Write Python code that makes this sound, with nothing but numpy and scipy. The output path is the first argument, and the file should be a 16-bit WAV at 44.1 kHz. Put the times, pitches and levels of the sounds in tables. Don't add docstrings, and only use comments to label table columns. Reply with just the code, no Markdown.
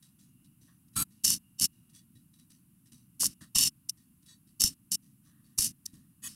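import sys
import numpy as np
from scipy import signal
from scipy.fft import rfft, irfft
from scipy.io import wavfile

SR = 44100
rng = np.random.default_rng(int(sys.argv[2]) if len(sys.argv) > 2 else 0)


def wrap_up_sound(samples):
    columns = np.atleast_2d(samples).T
    tamed = np.clip(columns, -1, 1)
    steps = np.round(tamed * 32767).astype(np.int16)
    wavfile.write(sys.argv[1], SR, steps)


N = 280031
T = np.arange(N) / SR

JABS = [(1.235, 0.09, 0.058, -26, 4.5, -1.5, -10), (3.1943, 0.063, 0.032, -27.5, 4.5, -8.5, -17),
        (3.5462, 0.13, 0.02, -24, 6, 5, -13.5), (4.595, 0.073, 0.045, -27, 1, 3.5, -9),
        (5.5754, 0.074, 0.063, -27, 4.5, -7.5, -8)]
# start, spin-up, drive and run-down in seconds,
# gear level and frame shake in dB.
SWING = [(0.954, 0.014, 0.072, 0.015, -29, -39.5)]
REACH = [(6.218, 0.027, 0.058, 0.014, -39, -59)]
# centre in Hz, width in Hz, relative level in dB.
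CASE_MODES = [(1116, 87, -30.5), (1860, 120, -29), (2890, 220, -14), (3737, 170, -14.5), (4495, 140, -5.5),
              (5422, 160, 2.5), (6005, 68, 2), (7400, 510, -7.5), (8440, 82, -17.5), (8914, 180, -3),
              (9540, 120, -10), (11500, 110, -11.5), (11550, 160, -21), (11940, 810, -15), (15150, 86, -17)]
# frequency in Hz, relative level in dB.
CASE_SPECTRUM = [(400, -31.5), (700, -38), (1100, -34), (2200, -26), (3500, -22), (4200, -12.5),
                 (5200, -0.5), (6500, -1.5), (8200, -2.5), (10200, 2), (12000, -6), (13300, -5),
                 (14200, -21), (15700, -19.5)]
LIGHT_GEAR_SPECTRUM = [(300, -45), (750, -35), (1100, -19), (2300, -18), (2950, -11), (3400, -16),
                       (5200, -7.5), (7100, -13.5), (8500, -5), (10300, -6.5), (15500, -22)]
FRAME_SPECTRUM = [(25, -12.5), (60, -6.5), (120, 2), (170, 3.5), (290, 0), (340, -15.5), (420, -24),
                  (700, -37), (1500, -62)]


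def pen_servo(tooth_hz=2200, split_hz=3700):
    moves = pen_moves()
    *_, gear_db, low_db, ring_db, _ = np.transpose(moves)
    throb = undb(1.4 * drift(260))
    clicks = body(teeth(tooth_hz, scatter_db=7, slide=0.67) * throb, CASE_SPECTRUM)
    contacts = teeth(tooth_hz, scatter_db=3, slide=0.67) * throb
    ringing = resonate(contacts, CASE_MODES, sway_db=0.6, sway_hz=12)
    clicks_db = gear_db - 10 * np.log10(1 + undb(ring_db) ** 2)
    out = 0
    for part, db in ((clicks, clicks_db), (ringing, clicks_db + ring_db)):
        low = signal.sosfiltfilt(signal.butter(6, split_hz, fs=SR, output="sos"), part)
        out += (part - low) * run_gain(moves, db) + low * run_gain(moves, db + low_db)
    return out


def pen_moves(spin_up_s=0.009, shake_re_gear_db=-20.5):
    flicks = [(1.5822, .02, 0.014, -40, 4, 10, -65.5), (1.604, .051, 0.016, -26, 5.5, -4, -42.5),
              (3.8872, 0.011, 0.011, -28, -3, 2, -59), (4.911, 0.0425, 0.0076, -27.5, -1, 1.5, -50.5),
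              (5.854, 0.0094, 0.0053, -28.5, -3, -2, -55)]
    jabs = [(start, spin_up_s, drive, fall, db, low_db, ring_db, db + shake_re_gear_db)
            for start, drive, fall, db, low_db, ring_db, _ in JABS]
    return jabs + [(start, spin_up_s, *rest) for start, *rest in flicks]


def backlash(take_up_s=0.0125, chatter_s=0.00078):
    # start in seconds, peak in dB.
    knocks = [(1.2513, -10.5), (1.278, -14), (1.303, -10.5), (1.5977, -16), (1.6416, -11), (3.2209, -14),
              (3.243, -14), (3.2567, -11), (3.265, -13.5), (3.584, -6.5), (3.6088, -12), (3.636, -10.5),
              (3.8946, -15), (4.6174, -4.5), (4.638, -5), (4.9181, -14.5)]
    take_ups = [(start + take_up_s, db) for start, *_, db in JABS]
    case = impulse_response(CASE_SPECTRUM, CASE_MODES, modes_db=4.5)

    def knock(t):
        chatter = rng.standard_normal(len(t)) * t * np.exp(-t / chatter_s)
        return signal.fftconvolve(chatter, case)
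    return strike(take_ups + knocks, knock)


def dull_knocks(onset_s=0.0013, knock_hz=850, knock_db=1, knock_s=0.0034, lag_s=0.0093, thump_s=0.0012):
    # start in seconds, knock peak in dB, thump peak in dB.
    knocks = [(1.251, -45, -43.5), (1.303, -44, -54.5), (1.629, -45.5, -46), (3.231, -32.5, -48),
              (3.556, -36.5, -32.5), (4.637, -41.5, -26), (5.586, -39, -32)]
    # frequency in Hz, relative level in dB, T60 in seconds.
    ring_modes = [(1027, -2.5, .04), (1130, -2, .045), (1380, -3, .035), (1850, -9, .03)]
    band = signal.butter(2, [knock_hz / 2, knock_hz * 2], "bandpass", fs=SR, output="sos")

    def ringing_knock(t):
        ring = sum(undb(db - 60 * t / t60) * np.sin(2 * np.pi * hz * t) for hz, db, t60 in ring_modes)
        knock = unit_rms(signal.sosfilt(band, rng.standard_normal(len(t)))) * np.exp(-t / knock_s)
        onset = 1 - np.exp(-(t / onset_s) ** 2)
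        return (ring + undb(knock_db) * knock) * onset
    thumps = sum(undb(db) * np.exp(-((T - start - lag_s) / thump_s) ** 2 / 2) for start, _, db in knocks)
    return thumps + strike([(start, db) for start, db, _ in knocks], ringing_knock)


def arm_swing(mesh_hz=1344, mesh_db=-14, third_db=-19):
    # frequency in Hz, relative level in dB.
    spectrum = [(300, -26), (700, -38), (900, -23.5), (1150, -9), (1400, -10), (1600, -17.5), (2100, -21),
                (3300, -14.5), (5800, -16.5), (7200, -15), (8500, -6), (11500, -13.5), (15500, -16)]
    # centre in Hz, width in Hz, relative level in dB.
    modes = [(2370, 68, -12), (3990, 42, 1), (4600, 47, -2), (5450, 30, -8), (6200, 30, -8.5),
             (6680, 180, -5.5), (7840, 21, -4.5), (7900, 130, -2), (8460, 30, 1), (8100, 20, 3),
             (8900, 88, -3.5), (9400, 51, -3.5), (9500, 100, 2.5), (10500, 34, -13), (10900, 180, -2),
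             (11640, 77, 2.5), (11600, 38, -5.5), (12000, 67, -5), (12100, 27, -3), (12900, 20, -7.5)]
    whirr = body(teeth(rate_hz=2700, scatter_db=-6, slide=0.67), spectrum, modes, modes_db=2.5)
    phase = 2 * np.pi * np.cumsum(mesh_hz * (1 + 0.0143 * drift(120))) / SR
    mesh = undb(mesh_db) * np.sin(phase) + undb(third_db) * np.sin(3 * phase)
    buzz = 1 + 0.3 * np.sin(phase / 3) + 0.3 * drift(450)
    *_, gear_db, _ = np.transpose(SWING)
    return (whirr + np.sqrt(2) * mesh * buzz) * run_gain(SWING, gear_db)


def arm_reach():
    # frequency in Hz, relative level in dB.
    spectrum = [(300, -31), (800, -33.5), (1100, -16), (2300, -34), (3300, -17), (5200, -19), (8000, -11),
                (10200, -10), (12000, -12), (15500, -22)]
    # centre in Hz, width in Hz, relative level in dB.
    modes = [(1830, 100, -9.5), (2560, 45, -10.5), (3022, 43, -6.5), (3390, 116, -11), (4650, 190, -13.5),
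             (6640, 92, 0), (7260, 43, -2), (7900, 70, -3.5), (9200, 63, -2), (10030, 110, -2.5),
             (11000, 110, -5.5), (11600, 34, -14.5), (11800, 110, -11)]
    rasp = body(teeth(rate_hz=3200, scatter_db=5.5, slide=0.7), spectrum, modes, modes_db=2.5)
    *_, gear_db, _ = np.transpose(REACH)
    return rasp * run_gain(REACH, gear_db)


def coasting(powered_s=0.15, fade_db_per_s=170, whirr_db=-46, extra_shake_db=3, edge_s=0.0094):
    contacts = teeth(rate_hz=3100, scatter_db=-2, slide=0.8)
    whirr = body(contacts, LIGHT_GEAR_SPECTRUM, CASE_MODES, modes_db=-1.5)
    shake = body(rng.standard_normal(N), FRAME_SPECTRUM)
    out = 0
    for start, _, drive, *_, shake_db in pen_moves()[:len(JABS)] + list(REACH):
        free_s = T - start - drive
        gate = np.clip(np.minimum(free_s, start + powered_s - T) / edge_s, 0, 1)
        fade = undb(-fade_db_per_s * np.clip(free_s, 0, 1))
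        out += gate * fade * (undb(whirr_db) * whirr + undb(shake_db + extra_shake_db) * shake)
    return out


def frame_shake():
    runs = (pen_moves(), SWING, REACH, arm_steps(), arm_turns())
    gain = sum(run_gain(moves, np.transpose(moves)[-1]) for moves in runs)
    return body(teeth(rate_hz=330, scatter_db=1.5, slide=0.47), FRAME_SPECTRUM) * gain


def arm_creep(step_ring_db=-5):
    # centre in Hz, width in Hz, relative level in dB.
    modes = [(1010, 32, -15.5), (1860, 63, -5.5), (3420, 47, -7.5), (3884, 110, -1), (4490, 70, -3),
             (5477, 35, -9), (5970, 190, -3), (6670, 92, -6.5), (7530, 36, -5.5), (8060, 110, -6.5),
             (8290, 25, -10.5), (9100, 83, -4.5)]
    steps, turns = arm_steps(), arm_turns()
    *_, step_db, _ = np.transpose(steps)
    *_, turn_db, ring_db, _ = np.transpose(turns)
    whisper = body(teeth(rate_hz=1600, scatter_db=12, slide=0.9), LIGHT_GEAR_SPECTRUM)
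    ringing = resonate(rng.standard_normal(N), modes, sway_db=4, sway_hz=6.6)
    stepping = unit_rms(whisper + undb(step_ring_db) * ringing) * run_gain(steps, step_db)
    return stepping + whisper * run_gain(turns, turn_db) + ringing * run_gain(turns, turn_db + ring_db)


def arm_steps(spin_up_s=0.0075, drive_s=0.0086):
    # start and run-down in seconds, gear level and frame shake in dB.
    steps = [(.02, 0.13, -61, -80), (0.184, 0.17, -64, -65), (.44, .05, -65.5, -63),
             (0.606, 0.21, -67, -61), (.878, 0.013, -66.5, -69), (.93, 0.048, -62.5, -77),
             (1.10, 0.22, -69.5, -65), (1.725, 0.2, -75.5, -68), (1.89, 0.05, -65.5, -78),
             (2.15, 0.11, -68.5, -58), (2.33, 0.084, -66.5, -82), (2.384, 0.084, -64, -73),
             (2.497, 0.13, -62, -65.5), (2.853, 0.076, -65, -72), (2.915, .16, -59.5, -57.5),
             (3.405, 0.087, -52.5, -50.5), (3.968, 0.14, -66.5, -78), (4.221, 0.044, -67.5, -65),
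             (4.255, 0.061, -60, -83), (4.467, 0.11, -67, -65), (5.018, 0.2, -69.5, -63.5),
             (5.437, 0.2, -70.5, -64.5), (5.865, 0.11, -65, -75), (5.928, 0.17, -64, -53.5)]
    return [(start, spin_up_s, drive_s, *rest) for start, *rest in steps]


def arm_turns(spin_up_s=0.026, run_down_s=0.073, shake_db=-66.5):
    # start and drive in seconds, gear level and ringing over whisper in dB.
    turns = [(1.926, 0.054, -62, 0), (4.267, 0.055, -66.5, 8.5), (5.227, 0.067, -71.5, -3.5)]
    return [(start, spin_up_s, drive, run_down_s, *levels, shake_db) for start, drive, *levels in turns]


def joint_rub(swell_share=0.7):
    # start, hold and fade in seconds, level in dB.
    rubs = [(.665, 0.028, 0.099, -70.5), (3.408, 0.0062, 0.08, -57), (4.27, 0.031, 0.064, -74),
            (5.23, 0.052, 0.76, -78.5), (5.925, 0.022, 0.43, -82)]
    # frequency in Hz, relative level in dB.
    spectrum = [(350, -37), (600, -8), (850, -24), (1100, 1.5), (1450, -7), (1850, 4.5), (2300, -25),
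                (3500, -8), (8000, -34)]
    moves = [(start, swell_share * hold, hold, fade) for start, hold, fade, _ in rubs]
    friction = body(teeth(rate_hz=3300, scatter_db=6, slide=0.76), spectrum)
    return friction * run_gain(moves, np.transpose(rubs)[-1])


def room(hum_db=-64, hiss_db=-71, split_hz=3000, dip_db=-4.5):
    # frequency in Hz, relative level in dB.
    hum_spectrum = [(12, -43), (20, -16.5), (32, -20.5), (97, -6.5), (125, 0), (162, -1.5), (192, -0.5),
                    (255, -4), (312, -12.5), (340, -19.5), (370, -22.5), (409, -38.5), (600, -46),
                    (780, -56.5), (1320, -120)]
    hiss_spectrum = [(350, -51.5), (600, -13.5), (800, -13.5), (1050, -8.5), (1450, -10), (1900, -15),
                     (2400, -14), (2800, -9.5), (3300, -18.5), (4500, -20), (6500, -19), (8000, -13),
                     (10300, -4), (15800, -12)]
    hum = body(rng.standard_normal(N), hum_spectrum) * undb(hum_db + drift(6))
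    hiss = body(rng.standard_normal(N), hiss_spectrum) * undb(hiss_db)
    middle = signal.sosfiltfilt(signal.butter(2, split_hz, fs=SR, output="sos"), hiss)
    waver = undb(dip_db + 0.8 * drift(22))
    return hum + hiss + middle * (waver - 1)


def idle_whine(whine_hz=2815, width_hz=150, idle_db=-94.5, fade_s=0.056):
    # start and end in seconds, added whine in dB.
    holds = [(.25, 0.613, -88), (1.126, 2.02, -86.5), (3.29, 3.5, -87)]
    whine = resonate(rng.standard_normal(N), [(whine_hz, width_hz, 0)], sway_db=2.5, sway_hz=13)
    load = sum(undb(db) * np.clip(np.minimum(T - start, end - T) / fade_s, 0, 1)
               for start, end, db in holds)
    return whine * (undb(idle_db) + load)


def teeth(rate_hz, scatter_db, slide):
    tooth_count = np.cumsum(rate_hz * np.exp(0.4 * drift(900)) / SR)
    contacts = np.diff(np.floor(tooth_count), prepend=0)
    strength = undb(scatter_db * np.clip(rng.standard_normal(N), -2, 2)) * rng.choice([-1, 1], N)
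    return unit_rms(unit_rms(contacts * strength) + slide * rng.standard_normal(N))


def run_gain(moves, levels_db, brake_db=30, stop_s=0.003):
    gain = np.zeros(N)
    for (start, rise, drive, fall, *_), level_db in zip(moves, levels_db):
        t = T - start
        length_s = drive + fall + stop_s
        on = (t > 0) & (t < length_s)
        t = t[on]
        spin_up = np.minimum(t / rise, 1) ** 1.5
        braking = (np.maximum(t - drive, 0) / fall) ** 1.3
        stop = np.minimum((length_s - t) / stop_s, 1)
        gain[on] += spin_up * undb(level_db - brake_db * braking) * stop
    return gain


def strike(events, shape):
    out = np.zeros(N)
    for start, db in events:
        blow = shape(T[:SR // 4])
        i = int(start * SR)
        out[i:i + len(blow)] += (undb(db) * blow / np.abs(blow).max())[:N - i]
    return out


def resonate(x, modes, sway_db, sway_hz):
    out = 0
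    for hz, width, db in modes:
        band = signal.iirpeak(min(hz, 0.45 * SR), hz / (1.5 * width), fs=SR)
        ring = signal.lfilter(*band, signal.lfilter(*band, x))
        out += ring * undb(db + sway_db * drift(sway_hz))
    return unit_rms(out)


def body(x, spectrum, modes=(), modes_db=0):
    return unit_rms(signal.fftconvolve(x, impulse_response(spectrum, modes, modes_db))[:N])


def impulse_response(spectrum, modes, modes_db):
    hz = np.maximum(np.fft.rfftfreq(8192, 1 / SR), 1)
    points_hz, points_db = np.transpose(spectrum)
    power = undb(np.interp(np.log(hz), np.log(points_hz), points_db)) ** 2
    for centre, width, db in modes:
        detuning = (hz - centre ** 2 / hz) / (2 * width)
        power += undb(db + modes_db) ** 2 / (1 + detuning ** 2) ** 2
    cepstrum = irfft(np.log(power) / 2)
    half = len(cepstrum) // 2
    cepstrum[1:half] *= 2
    cepstrum[half + 1:] = 0
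    return irfft(np.exp(rfft(cepstrum)))


def drift(rate_hz):
    knots = rng.standard_normal(N)
    return np.interp(T * rate_hz, np.arange(N), knots) * np.sqrt(3 / 2)


def undb(db):
    return 10 ** (np.asarray(db) / 20)


def unit_rms(x):
    return x / np.sqrt(np.mean(x ** 2))


def scene():
    pen = pen_servo() + backlash() + dull_knocks() + coasting()
    arm = arm_swing() + arm_reach() + arm_creep() + joint_rub()
    return (pen + arm + frame_shake() + room() + idle_whine())[None]


def record(dry):
    ceiling, top_hz = 0.31, 15750
    squashed = dry / (1 + (dry / ceiling) ** 8) ** (1 / 8)
    return signal.sosfilt(signal.ellip(10, 0.2, 70, top_hz, fs=SR, output="sos"), squashed)


dry = scene()
out = record(dry)
wrap_up_sound(out)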